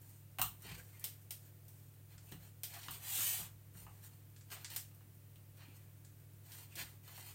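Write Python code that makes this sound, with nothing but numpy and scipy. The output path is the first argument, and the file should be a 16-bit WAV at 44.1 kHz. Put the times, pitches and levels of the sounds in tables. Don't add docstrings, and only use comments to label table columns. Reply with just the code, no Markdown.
import sys
import numpy as np
from scipy import signal
from scipy.fft import rfft, irfft, next_fast_len
from scipy.io import wavfile
from scipy.ndimage import uniform_filter1d

SR = 44100
rng = np.random.default_rng(int(sys.argv[2]) if len(sys.argv) > 2 else 0)


def dump_mix(stems):
    frames = np.atleast_2d(stems).T
    limited = np.clip(frames, -1, 1)
    pcm = np.round(limited * 32767).astype(np.int16)
    wavfile.write(sys.argv[1], SR, pcm)


N = 323782

# (low edge [Hz], high edge [Hz])
REGISTERS_HZ = [(350, 1700), (1700, 5000), (5000, 17000)]
REGISTER_FILTERS = [
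    signal.butter(3 if low < 1000 else 4, [low, high], "band", fs=SR, output="sos")
    for low, high in REGISTERS_HZ
]

# (frequency [Hz], rms level [dB])
HUM = [(100.2, -60), (113.0, -72.5), (141.3, -66.5), (156.8, -79.5), (171.4, -76.5), (298, -82.5),
       (353, -87)]
# (frequency [Hz], level [dB])
AIR_COLOUR = [(20, -16.5), (40, 0), (60, 7), (120, 9), (200, 1.5), (320, -1), (500, -4), (1000, -11.5),
              (2200, -12.5), (2700, -13.5), (3400, -15.5), (5700, -18), (16000, -22.5)]
# (frequency [Hz], level [dB])
HISS_COLOUR = [(3000, -34.5), (6000, -12), (8700, -5), (9800, -5), (10200, -2.5), (10700, -9), (11800, -8),
               (13700, 2.5), (15700, -0.5)]
AIR_DB, HISS_DB = -68, -67.5

# (time of full speed [s], whole length [s], rasp level [dB], fizz level [dB])
STROKES = [(0.09, 0.32, -81.5, -68), (0.63, 0.15, -83, -67), (0.7, 0.19, -58, -60),
           (0.785, 0.081, -70, -62), (0.93, 0.67, -76.5, -67.5), (1.45, .12, -78.5, -68),
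           (1.78, 0.35, -87, -71.5), (2.125, 0.087, -72, -70), (2.29, 0.18, -81, -66),
           (2.445, 0.12, -71.5, -64.5), (2.765, 0.23, -62, -58.5), (2.865, 0.085, -63, -59),
           (2.935, .11, -61, -54), (3.795, 0.13, -70, -59.5), (3.99, 0.5, -80, -71.5),
           (4.05, 0.061, -67, -57.5), (4.135, 0.031, -76, -69), (4.53, 0.056, -55, -51),
           (4.585, 0.23, -66.5, -66), (4.735, .1, -58.5, -55.5), (5.615, 0.11, -67, -75),
           (5.71, 0.42, -77, -77), (5.76, .04, -81, -64), (6.475, 0.098, -72.5, -65),
           (6.575, 0.2, -65, -58), (6.8, .075, -48, -48), (6.82, 0.31, -70, -64.5), (7.1, 0.15, -65, -61),
           (7.185, 0.12, -62, -57), (7.28, 0.14, -63.5, -57.5)]
# (frequency [Hz], level [dB])
STROKE_COLOUR = [(300, 1.5), (550, -5.5), (820, 4), (1150, -3.5), (1900, -3), (2800, -3.5), (3600, -6),
                 (5300, -8.5), (6800, -1.5), (8800, 3), (11200, -8), (13200, 1.5), (14400, 7), (15800, -6)]
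STROKE_FOLLOWS = 0.83

# (time [s], rasp level [dB], fizz level [dB])
SNAPS = [(0.016, -88, -66), (0.094, -88, -64), (0.621, -80, -60.5), (0.996, -90, -57.5), (1.221, -91, -71),
         (1.041, -49.5, -41), (1.307, -54, -46), (1.682, -75, -61), (2.634, -50.5, -43.5),
         (2.738, -60.5, -55), (2.816, -63, -67), (2.833, -57.5, -59), (2.909, -81, -48.5),
         (4.503, -63, -63), (4.702, -59.5, -55), (4.748, -63, -57), (4.762, -55, -41.5), (4.947, -88, -68),
         (5.146, -97, -72), (5.57, -78, -69), (6.519, -61.5, -57.5), (6.755, -57, -52.5)]
# (frequency [Hz], level [dB])
SNAP_COLOUR = [(450, -21), (820, -21.5), (1200, -25.5), (2000, -18), (3200, -10.5), (4500, -15.5),
               (5700, -6.5), (6900, -5.5), (8700, 3.5), (11000, -3), (12500, 0.5), (14000, 8.5), (15600, 0)]

# (time [s], hollow level [dB], rasp level [dB], fizz level [dB])
KNOCKS = [(0.386, -47, -46, -49), (0.395, -46, -57, -44), (0.416, -43, -41, -33), (2.317, -77, -76, -57),
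          (2.322, -64, -59, -64), (2.884, -52, -51, -60), (3.752, -70.5, -77, -76), (3.866, -59, -71, -76),
          (4.518, -74, -61, -62), (4.566, -62, -62, -70), (4.613, -71, -71, -63), (4.763, -60, -62, -62),
          (4.912, -76, -75, -83), (5.008, -72.5, -74.5, -89), (5.358, -87, -70.5, -70),
          (5.62, -70, -67, -79), (6.795, -81, -64, -60), (7.077, -65, -66, -72), (7.178, -59, -68, -64)]
# (frequency [Hz], bandwidth [Hz], mean relative level [dB])
KNOCK_MODES = [(753, 69, -2), (1160, 220, -1), (1990, 890, -6.5), (2850, 270, 11.5), (4240, 270, -4),
               (5440, 1900, -12), (8900, 1470, 6), (12500, 640, 8), (14670, 860, 16)]

# (time [s], boom level [dB], level of upper modes [dB])
THUDS = [(0.39, -57, -63.5), (0.418, -60, -70), (0.649, -61, -63), (0.706, -54.5, -67), (0.766, -62, -71),
         (2.142, -66.5, -85), (2.317, -57, -62), (2.337, -55.5, -70), (2.882, -62.5, -68), (2.92, -61, -90),
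         (3.19, -64, -66.5), (3.387, -58.5, -68.5), (3.75, -63.5, -74), (3.82, -63, -82), (5.68, -76, -68),
         (6.765, -66, -67), (6.809, -64, -65)]
# (frequency [Hz], bandwidth [Hz], mean relative level [dB])
WORKTOP_MODES = [
    [(59.6, 4.9, 0)],
    [(115.5, 4.6, 9.5), (170.3, 7.8, 5.5), (196, 3.6, -2.5)],
    [(240, 180, 4), (303, 84, 6.5), (389, 35, 0), (500, 7.2, 2.5)],
]
LOW_MODE_DB = -4

# (time of its height [s], half of its length [s], frequency [Hz], level [dB])
CHAFES = [(0.7, 0.078, 2170, -59.5), (0.732, .071, 2720, -72), (0.793, 0.024, 1640, -58.5),
          (0.958, .05, 2080, -71.5), (1.029, 0.035, 2030, -63.5), (2.291, .04, 2650, -68),
          (2.761, .048, 1040, -58), (2.927, 0.048, 3200, -55.5), (3.2, 0.04, 1330, -52.5),
          (3.404, 0.043, 900, -61), (4.52, .025, 1270, -54.5), (4.555, 0.044, 2200, -65),
          (5.68, .13, 2450, -73), (6.735, 0.048, 2630, -64), (6.801, 0.029, 1700, -65),
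          (6.865, 0.032, 1640, -64)]

# (time [s], rasp level [dB], fizz level [dB])
RIM_CLICKS = [(2.18, -67.5, -68.5), (4.363, -68.5, -70), (4.41, -73, -70), (4.646, -51.5, -53.5),
              (4.765, -51.5, -51), (6.048, -74, -66.5)]
# (frequency [Hz], level [dB])
RIM_COLOUR = [(450, -31), (1500, -6.5), (4000, -5), (5500, 0), (7500, 11.5), (9200, 8.5), (10800, -2),
              (14000, -1), (15800, -11)]

TURN_AT_S, TURN_LENGTH_S = 3.2385, 0.59
TURN_DB = [-59.5, -49, -38]
TURN_FOLLOWS = [1, 1.82, 2.38]
# (frequency [Hz], level [dB])
TURN_COLOUR = [(350, -20.5), (800, -6), (1500, -9.5), (2900, 2), (4000, -4), (5300, -10.5), (6700, -5.5),
               (9000, -2), (10400, -7.5), (12000, -8.5), (13300, -1.5), (14200, 2), (15700, -8)]

MODERATE_WALL_DB = -60
FLOOR_FOLLOWS = 0.76

KITCHEN_T60_S = 0.26
CUTOFF_HZ = 15900


def from_db(db):
    return 10 ** (np.asarray(db) / 20)


def rms_one(x):
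    return x / np.sqrt(np.mean(x ** 2) + 1e-20)


def add(track, s, sound):
    at = round(s * SR)
    track[at:at + len(sound)] += sound[:N - at]


def colour(x, spectrum):
    size = next_fast_len(len(x) // 2 + 4096) * 2
    hz, db = np.transpose(spectrum)
    grid = np.maximum(np.fft.rfftfreq(size, 1 / SR), 1)
    gain = from_db(np.interp(np.log(grid), np.log(hz), db))
    cepstrum = irfft(np.log(gain))
    cepstrum[1:size // 2] *= 2
    cepstrum[size // 2 + 1:] = 0
    response = np.exp(rfft(cepstrum))
    return irfft(rfft(x, size) * response)[:len(x)]


def background():
    t = np.arange(N) / SR
    hum = 0
    for hz, db in HUM:
        cycles = hz * t + rng.random()
        hum = hum + np.sqrt(2) * from_db(db) * np.sin(2 * np.pi * cycles)
    air = from_db(AIR_DB) * rms_one(colour(rng.standard_normal(N), AIR_COLOUR))
    hiss = from_db(HISS_DB) * rms_one(colour(rng.standard_normal(N), HISS_COLOUR))
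    return hum + air + hiss


def registers(x):
    return [signal.sosfilt(band, x) for band in REGISTER_FILTERS]


def kitchen(direct_db, early_db, early_t60=0.064):
    t = np.arange(SR // 4) / SR
    tail = rms_one(rng.standard_normal(len(t)) * from_db(-60 * t / KITCHEN_T60_S))
    is_echo = rng.random(len(t)) < 2500 / SR
    echoes = rng.standard_normal(len(t)) * is_echo
    response = tail + from_db(early_db) * rms_one(echoes * from_db(-60 * t / early_t60))
    response[0] += from_db(direct_db) * np.sqrt(len(t))
    return response / np.linalg.norm(response)


def travel(x, direct_db, count=5, spots_per_s=16):
    place, out = np.arange(N) / SR * spots_per_s, 0
    for k in range(count):
        away = np.abs((place - k + count / 2) % count - count / 2)
        share = np.cos(np.pi / 2 * np.minimum(away, 1))
        out = out + signal.oaconvolve(x * share, kitchen(direct_db, early_db=4))[:N]
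    return out


def drift(rate):
    knots = rng.standard_normal(4000)
    return np.interp(np.arange(N) / SR * rate, np.arange(len(knots)), knots)


def rub(gains, spectrum, slips_per_s, spread_db, judder_db, direct_db):
    unevenness = np.minimum(rng.exponential(1, N), 4)
    sizes = from_db(spread_db * unevenness) * rng.choice([-1, 1], N)
    is_slip = rng.random(N) < slips_per_s / SR
    slips = sizes * is_slip * from_db(judder_db * drift(110))
    slips = slips / np.sqrt(uniform_filter1d(slips ** 2, size=1500) + 1e-6)
    parts = registers(colour(slips, spectrum))
    out = sum(gain * rms_one(part) for gain, part in zip(gains, parts))
    return travel(out, direct_db)


def sweep(middle_s, length_s):
    phase = (np.arange(N) / SR - middle_s) / length_s
    return np.cos(np.pi * np.clip(phase, -0.5, 0.5)) * (np.abs(phase) < 0.5)


def with_floor(rows, floor_db):
    out = []
    for *timing, rasp, fizz in rows:
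        hollow = floor_db + FLOOR_FOLLOWS * (rasp - MODERATE_WALL_DB)
        out.append((*timing, hollow, rasp, fizz))
    return out


def spreading_strokes():
    power = 0
    for s, length, *levels in with_floor(STROKES, floor_db=-66.5):
        friction = sweep(s, length) ** STROKE_FOLLOWS
        power = power + np.outer(from_db(levels), friction) ** 2
    return rub(np.sqrt(power), STROKE_COLOUR, slips_per_s=1400, spread_db=1.0, judder_db=2.0, direct_db=-1.0)


def strike(rows, body, direct_db, early_db):
    out = np.zeros(N)
    for s, *levels in rows:
        blow = body(kitchen(direct_db, early_db))
        for part, db in zip(registers(blow), levels):
            add(out, s, from_db(db) * part / np.std(part[:SR // 50]))
    return out


def foil_ring(x):
    return colour(x, SNAP_COLOUR)


def foil_snaps():
    return strike(with_floor(SNAPS, floor_db=-70.5), foil_ring, direct_db=-10.0, early_db=-4.5)


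def batter_ticks(level_db=-73, rasp_below_db=14, count=24):
    when = rng.random(count) * (N - 1) / SR
    rows = [(s, level_db - rasp_below_db, level_db) for s in when]
    return strike(with_floor(rows, floor_db=-65), foil_ring, direct_db=-2, early_db=-8)


def resonate(x, modes, scatter_db):
    out = 0
    for k, (hz, width, db) in enumerate(modes):
        r = np.exp(-np.pi * width / SR)
        poles = [1, -2 * r * np.cos(2 * np.pi * hz / SR), r * r]
        ringing = signal.lfilter([1, 0, -1], poles, x + 1e-18)
        gain = (1 - r * r) / 2 * from_db(db + scatter_db * rng.standard_normal())
        out = out + (-1) ** k * gain * ringing
    return out


def blade_ring(x):
    return resonate(x, KNOCK_MODES, scatter_db=4.0) + from_db(-15.5) * x


def blade_knocks():
    return strike(KNOCKS, blade_ring, direct_db=-3, early_db=-5)


def worktop_thuds(push_s=0.016, scatter_db=5.5):
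    out, t = np.zeros(N), np.arange(SR // 2) / SR
    for s, boom_db, upper_db in THUDS:
        push = rng.standard_normal(len(t)) * np.exp(-t / push_s)
        for modes, db in zip(WORKTOP_MODES, (boom_db + LOW_MODE_DB, boom_db, upper_db)):
            boom = resonate(push, modes, scatter_db)
            add(out, s, from_db(db) * boom / np.std(boom[:SR // 20]))
    return out


def chafes(width_hz=430):
    out = np.zeros(N)
    for s, half_length, hz, db in CHAFES:
        swell = np.hanning(round(2 * half_length * SR))
        friction = rms_one(resonate(rng.standard_normal(SR // 2), [(hz, width_hz, 0)], 0))
        add(out, s - half_length, from_db(db) * swell * friction[:len(swell)])
    return travel(out, direct_db=-2)


def rim_ring(x):
    return colour(x, RIM_COLOUR)


def rim_clicks():
    return strike(with_floor(RIM_CLICKS, floor_db=-70.5), rim_ring, direct_db=-7.0, early_db=-3)


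def tray_turning():
    speed = sweep(TURN_AT_S, TURN_LENGTH_S)
    gains = [from_db(db) * speed ** follows for db, follows in zip(TURN_DB, TURN_FOLLOWS)]
    return rub(gains, TURN_COLOUR, slips_per_s=4200, spread_db=1.5, judder_db=-0.6, direct_db=2.5)


def scene():
    blade = spreading_strokes() + blade_knocks() + chafes() + rim_clicks()
    foil_and_batter = foil_snaps() + batter_ticks()
    support = worktop_thuds() + tray_turning()
    return (background() + blade + foil_and_batter + support)[None]


def record(dry):
    low_pass = signal.ellip(10, 0.1, 70, CUTOFF_HZ, fs=SR, output="sos")
    return signal.sosfilt(low_pass, dry)


dry = scene()
out = record(dry)
dump_mix(out)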